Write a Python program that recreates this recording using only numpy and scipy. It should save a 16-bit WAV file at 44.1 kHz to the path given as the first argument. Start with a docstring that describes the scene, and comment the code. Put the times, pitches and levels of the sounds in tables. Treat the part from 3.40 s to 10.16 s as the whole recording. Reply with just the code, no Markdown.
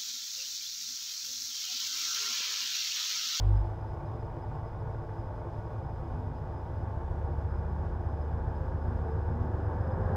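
"""A second vehicle booms briefly, then drones on until it fades after 2.7 s: a swept tone and its octave.
With it throbs a heavy V8 diesel truck towing a bus through snow, heard from a window above the street.
One engine cycle drives its harmonic exhaust and the ringing knock of its block; load builds from 2 s.
Narrow bands of noise make steady whines and a thin whistle, over coloured noise for the town's rumble
and hiss; short wavering sine tones swell out of the labouring truck from about 2.6 s."""
import sys
import numpy as np
from scipy import signal
from scipy.fft import rfft, irfft
from scipy.io import wavfile

SR = 44100
rng = np.random.default_rng(int(sys.argv[2]) if len(sys.argv) > 2 else 0)


def waveform_to_disk(signal):
    """Save audio, clipped to [-1, 1], as 16-bit WAV at the path in sys.argv[1]."""
    frames = np.transpose(np.atleast_2d(signal))
    scaled = np.clip(frames, -1, 1) * 32767
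    samples = np.round(scaled).astype(np.int16)
    wavfile.write(sys.argv[1], SR, samples)


N = 298116
T = np.arange(N) / SR  # time [s]
HZ = np.fft.rfftfreq(N, 1 / SR)  # frequency of each spectral bin [Hz]


def amp(db):
    """Logarithmic level: decibels become an amplitude gain."""
    return 10 ** (np.asarray(db) / 20)


def unit(x):
    """Normalization: scales a signal to rms 1."""
    return x / np.sqrt(np.mean(x ** 2) + 1e-20)


def curve(rows):
    """Linear interpolation: a (time [s], value) table, sample by sample."""
    times, values = np.transpose(rows)
    return np.interp(T, times, values)


def noise():
    """White noise: equal power at every frequency."""
    return rng.standard_normal(N)


def colour(x, points):
    """Spectral shaping: filters by (frequency [Hz], relative level [dB]) points, then sets rms 1."""
    hz, db = np.transpose(points)
    gain_db = np.interp(np.log(HZ + 1), np.log(hz), db)
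    return unit(irfft(rfft(x) * amp(gain_db), N))


def narrow(hz, width_hz):
    """Narrow-band noise: a fuzzy tone of rms 1, at half amplitude width_hz from its centre."""
    band = 1 / (1 + ((HZ - hz) / width_hz) ** 2)
    return unit(irfft(rfft(noise()) * band, N))


def wander(rate_hz):
    """Random modulation: straight lines between random points, of rms 1."""
    place = 2 * rate_hz * T + rng.random()
    points = rng.standard_normal(1024)
    return unit(np.interp(place, np.arange(len(points)), points))


def swell(centre_s, length_s):
    """Amplitude envelope: one half-cosine hump of height 1."""
    return np.cos(np.pi * np.clip((T - centre_s) / length_s, -.5, .5))


BOOM_AT_S, BOOM_LENGTH_S = 0.12, .36
# Second vehicle's pace, the pitch of its fundamental: (time [s], exhaust pulse rate [Hz])
OTHER_PACE = [(0, 47), (.1, 50.3), (.25, 49.5), (.5, 54.1), (1, 55.8), (1.9, 53.2), (3.3, 58)]


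def other_vehicle():
    """Periodic pulsation: an exhaust fundamental and octave boom, then drone; a puff of gas dies away."""
    drone_db, drone_octave_db = -52, -42.5
    leaves_s, fade_s, fade_db = 2.7, 0.41, -20
    boom_db, boom_octave_db = -26, -28
    puff_db, puff_db_per_s = -64, -43.5
    near = amp(fade_db * np.clip((T - leaves_s) / fade_s, 0, 1))
    boom = swell(BOOM_AT_S, BOOM_LENGTH_S)
    first = amp(drone_db) * near + amp(boom_db) * boom
    second = amp(drone_octave_db) * near + amp(boom_octave_db) * boom ** 4
    phase = 2 * np.pi * np.cumsum(curve(OTHER_PACE)) / SR
    note = first * np.sin(phase) - second * np.sin(2 * phase)
    note *= 1 + .1 * wander(8)
    hiss = colour(noise(), [(500, -21), (1800, 6.5), (3400, 4.5), (6000, -8.5), (9000, -12.5), (15000, -23)])
    return np.sqrt(2) * note + amp(puff_db + puff_db_per_s * T) * hiss


# Engine speed, as the pitch of the exhaust's main note: (time [s], frequency [Hz])
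NOTE_PITCH = [(0, 72.5), (.5, 68.3), (1, 69.5), (2.5, 68.9), (2.85, 70.9), (3.8, 73.4), (4.25, 72.6),
              (5.4, 73.9), (6.3, 77), (6.76, 82.1)]


def note_pitch():
    """Pitch follows speed: the main exhaust note [Hz] rises and falls with the crankshaft."""
    return curve(NOTE_PITCH)


def effort(level):
    """Source strength follows load, and the note's rise above its cruising pitch, each by its own dB term,
    which may be negative."""
    load_start_s, cruise_hz = 2.02, 72.3
    light_db, load_db, rise_s, db_per_hz = level
    load = np.sin(np.pi / 2 * np.clip((T - load_start_s) / rise_s, 0, 1)) ** 2
    revs_hz = np.maximum(note_pitch() - cruise_hz, 0)
    return amp(light_db + load_db * load + db_per_hz * revs_hz)


# Resonance of the room behind the window: (frequency [Hz], width [Hz], level of the added boom [dB])
ROOM_BOOM = (100.5, 7, 5)


def orders(table, cycle, cycle_hz, flutter, drift):
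    """Harmonic series: street echoes sway each line's level and phase; the room's resonance swells it."""
    boom_hz, width_hz, boom_db = ROOM_BOOM
    out = np.zeros(N)
    for multiple, db in table:
        detuning = 2 * (multiple * cycle_hz - boom_hz) / width_hz
        boom = 1 + amp(boom_db) / (1 + detuning ** 2)
        level = amp(db) * boom * (1 + flutter * wander(2))
        out += level * np.cos(2 * np.pi * multiple * cycle + drift * wander(0.99))
    return np.sqrt(2) * out


def firings(cycle, uneven_db, decay):
    """Impulsive excitation: eight decaying blows a cycle, unequal by cylinder; decay in firing gaps."""
    strength = amp(uneven_db * rng.standard_normal(8))
    place = (cycle % 1) * len(strength)
    cylinder = place.astype(int) % len(strength)
    return strength[cylinder] * np.exp(-(place % 1) / decay)


# Rasp of the exhaust pipe under load: (frequency [Hz], relative level [dB])
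RASP_COLOUR = [(125, -24.5), (160, -14), (180, -8), (240, 6.5), (310, -8.5), (370, -4.5), (520, -6),
               (580, -13.5), (820, 0), (1250, -12.5), (1650, -9), (2100, -33.5), (8000, -62.5)]


def rasp(cycle):
    """Periodicity: unequal cylinders give a dense comb of cycle harmonics, blurred by uneven firing."""
    grid = np.linspace(0, 1, 4096, endpoint=False)
    flat = irfft(np.exp(2j * np.pi * rng.random(len(grid) // 2 + 1)))  # flat spectrum, random phases
    one_cycle = flat * (2 + firings(grid, uneven_db=2, decay=.5))
    uneven_cycle = cycle + .001 * wander(3)
    train = np.interp(uneven_cycle, grid, one_cycle, period=1)
    return colour(train * (1 + .15 * wander(15)), RASP_COLOUR)


# Exhaust lines, deep, middle and high: (multiple of the four-stroke cycle rate, relative level [dB])
DEEP_LINES = [(4, -27), (5, -22), (6, -11), (7, -20), (8, -25), (10, -.5), (11, -22)]
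OVERTONE_LINES = [(12, -3), (13, -5), (14, -5), (15, -10), (16, -8), (17, -14), (19, -10), (20, -6.5),
                  (21, -9), (22, -10)]
GROWL_LINES = [(26, -12), (32, -11), (40, -9), (48, -9), (49, -9), (52, -10), (64, -9), (72, -11)]  # mostly harmonics of the eight firings a cycle
# Layer gains: (light running [dB], added at full load [dB], rise time [s], slope above cruise [dB/Hz])
NOTE_LEVEL = (-46.5, 12.5, 2.5, -0.05)
OVERTONE_LEVEL = (-51, 6, 0.9, 0.63)
GROWL_LEVEL = (-57.5, 6.5, 2.5, 1.0)


def exhaust(cycle, cycle_hz):
    """Superposition: a steady deep note, overtones beating loosely once a cycle, a growl under load."""
    note = orders(DEEP_LINES, cycle, cycle_hz, flutter=.1, drift=.1)
    overtones = orders(OVERTONE_LINES, cycle, cycle_hz, flutter=.25, drift=1.1)
    growl = orders(GROWL_LINES, cycle, cycle_hz, flutter=.4, drift=1.5) + rasp(cycle)
    return effort(NOTE_LEVEL) * note + effort(OVERTONE_LEVEL) * overtones + effort(GROWL_LEVEL) * growl


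def ring(x, modes):
    """Modal resonance: a signal excites damped modes, which add up."""
    response = 0
    for hz, width_hz, db in modes:
        damping = 1j * HZ * width_hz
        response = response + amp(db) * damping / (hz ** 2 - HZ ** 2 + damping)
    return irfft(rfft(x) * response, N)


# Ringing modes of block and panels: (frequency [Hz], width [Hz], relative level [dB])
BLOCK_MODES = [(350.4, 10, -9.5), (453.4, 35, 2.5), (527, 31, 2), (592, 47, -8.5), (658.3, 38, 1),
               (762, 50, 1.5), (885.3, 15, 2), (970, 10, -6), (1054, 17, -2.5), (1107, 7.2, 0),
               (1434, 15, -12), (1413, 17, -7.5)]
# Broad colour of the rattle: (frequency [Hz], relative level [dB])
RATTLE_COLOUR = [(120, 28), (200, -11), (380, -3.5), (700, 19.5), (930, 6), (1250, -14), (1650, -13),
                 (1900, -29), (2700, -49.5), (4000, -40), (9000, -55.5)]
# Clatter gain: (light running [dB], added at full load [dB], rise time [s], slope above cruise [dB/Hz])
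CLATTER_LEVEL = (-42, -0.6, 0.9, 0.58)


def clatter(cycle, modes_db=-5.5, broad_db=-7.5):
    """Forced vibration: combustion knocks ring and rattle the block; street echoes fill the gaps."""
    echo_fill = .6
    knocks = noise() * (echo_fill + firings(cycle, uneven_db=2.5, decay=.4))
    rattle = noise() * (echo_fill + firings(cycle, uneven_db=2.5, decay=.4))
    ring_colour = [(150, -14.5), (320, 11.5), (1150, 11.0), (1800, 4.0), (3000, -19.5), (7000, -45.0)]
    rung = colour(ring(knocks, BLOCK_MODES), ring_colour)
    return effort(CLATTER_LEVEL) * (amp(modes_db) * rung + amp(broad_db) * colour(rattle, RATTLE_COLOUR))


# Steady thin whines: (frequency [Hz], width [Hz], relative level [dB])
WHINES = [(343, 12, -58), (602, 8, -59.5), (874, 22, -56), (946, 8, -61.5), (1465, 16, -73.5),
          (1980, 18, -79.5), (2222, 22, -83.5), (2440, 40, -83), (2970, 30, -92), (3500, 60, -88.5)]


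def whines(level_db=2):
    """Narrow-band radiation: thin tones sound at steady levels."""
    return amp(level_db) * sum(amp(db) * narrow(hz, width_hz) for hz, width_hz, db in WHINES)


def whistle(centre_hz=5020, width_hz=40, base_db=-81, boom_db=5.5):
    """Modulated narrow-band air noise: it flutters, strengthens in the boom and has one lull."""
    lull_at_s, lull_length_s, lull_db = 3.68, .6, -8
    flutter_db = 1.6 * wander(10)
    boom_rise_db = boom_db * swell(BOOM_AT_S, BOOM_LENGTH_S)
    lull_dip_db = lull_db * swell(lull_at_s, lull_length_s)
    return amp(base_db + boom_rise_db + lull_dip_db + flutter_db) * narrow(centre_hz, width_hz)


# Low rumble of the town, and faint hiss of the air: (frequency [Hz], relative level [dB])
RUMBLE_COLOUR = [(15, -34), (22, -17), (27, -6), (33, -12), (41, 1), (52, 0), (62, -7), (80, -7), (98, 2),
                 (125, -9), (145, -5), (200, -17), (400, -22), (900, -40), (3000, -90)]
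HISS_COLOUR = [(300, 0), (2000, -2), (3400, -3.5), (4200, -8.5), (5500, -9), (7500, -16), (10500, -21.5),
               (15500, -21.5)]


def street(rumble_db=-41.0, hiss_db=-70.0):
    """Diffuse background: coloured noise makes a steady rumble and a faintly flickering hiss."""
    flicker_db = .6 * wander(8)
    rumble = amp(rumble_db) * colour(noise(), RUMBLE_COLOUR)
    return rumble + amp(hiss_db + flicker_db) * colour(noise(), HISS_COLOUR)


# Brief drones of the labouring truck: (centre [s], length [s], frequency [Hz], rms level at the peak [dB])
DRONES = [(2.812, 0.41, 247, -49.5), (3.96, 0.7, 466.5, -55), (4.355, 0.58, 191.7, -48.5),
          (5.24, 0.25, 521, -48), (5.5, 0.38, 238, -49.5), (5.718, 0.19, 447, -43.5),
          (5.996, .28, 234.6, -43), (6.53, 0.35, 523.4, -45.5)]


def drones():
    """Phase modulation: short wavering sine tones swell and fade."""
    out = np.zeros(N)
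    for centre_s, length_s, hz, db in DRONES:
        tone = np.sin(2 * np.pi * hz * T + .4 * wander(15))
        out += amp(db) * swell(centre_s, length_s) * tone
    return np.sqrt(2) * out


def scene():
    """Common excitation: one engine cycle (two crankshaft turns) drives exhaust and clatter alike."""
    cycle_hz = note_pitch() / 10  # the main note is the cycle's tenth harmonic
    cycle = np.cumsum(cycle_hz) / SR  # engine cycles so far
    truck = exhaust(cycle, cycle_hz) + clatter(cycle) + whines() + drones()
    return (other_vehicle() + truck + whistle() + street())[None]


def record(dry, edge_hz=15720):
    """Band limitation: the recorder's low-pass filter removes the highest treble."""
    lowpass = signal.firwin(511, edge_hz, window=("kaiser", 9), fs=SR)
    return signal.oaconvolve(dry, lowpass[None], "same")


dry = scene()
out = record(dry)
waveform_to_disk(out)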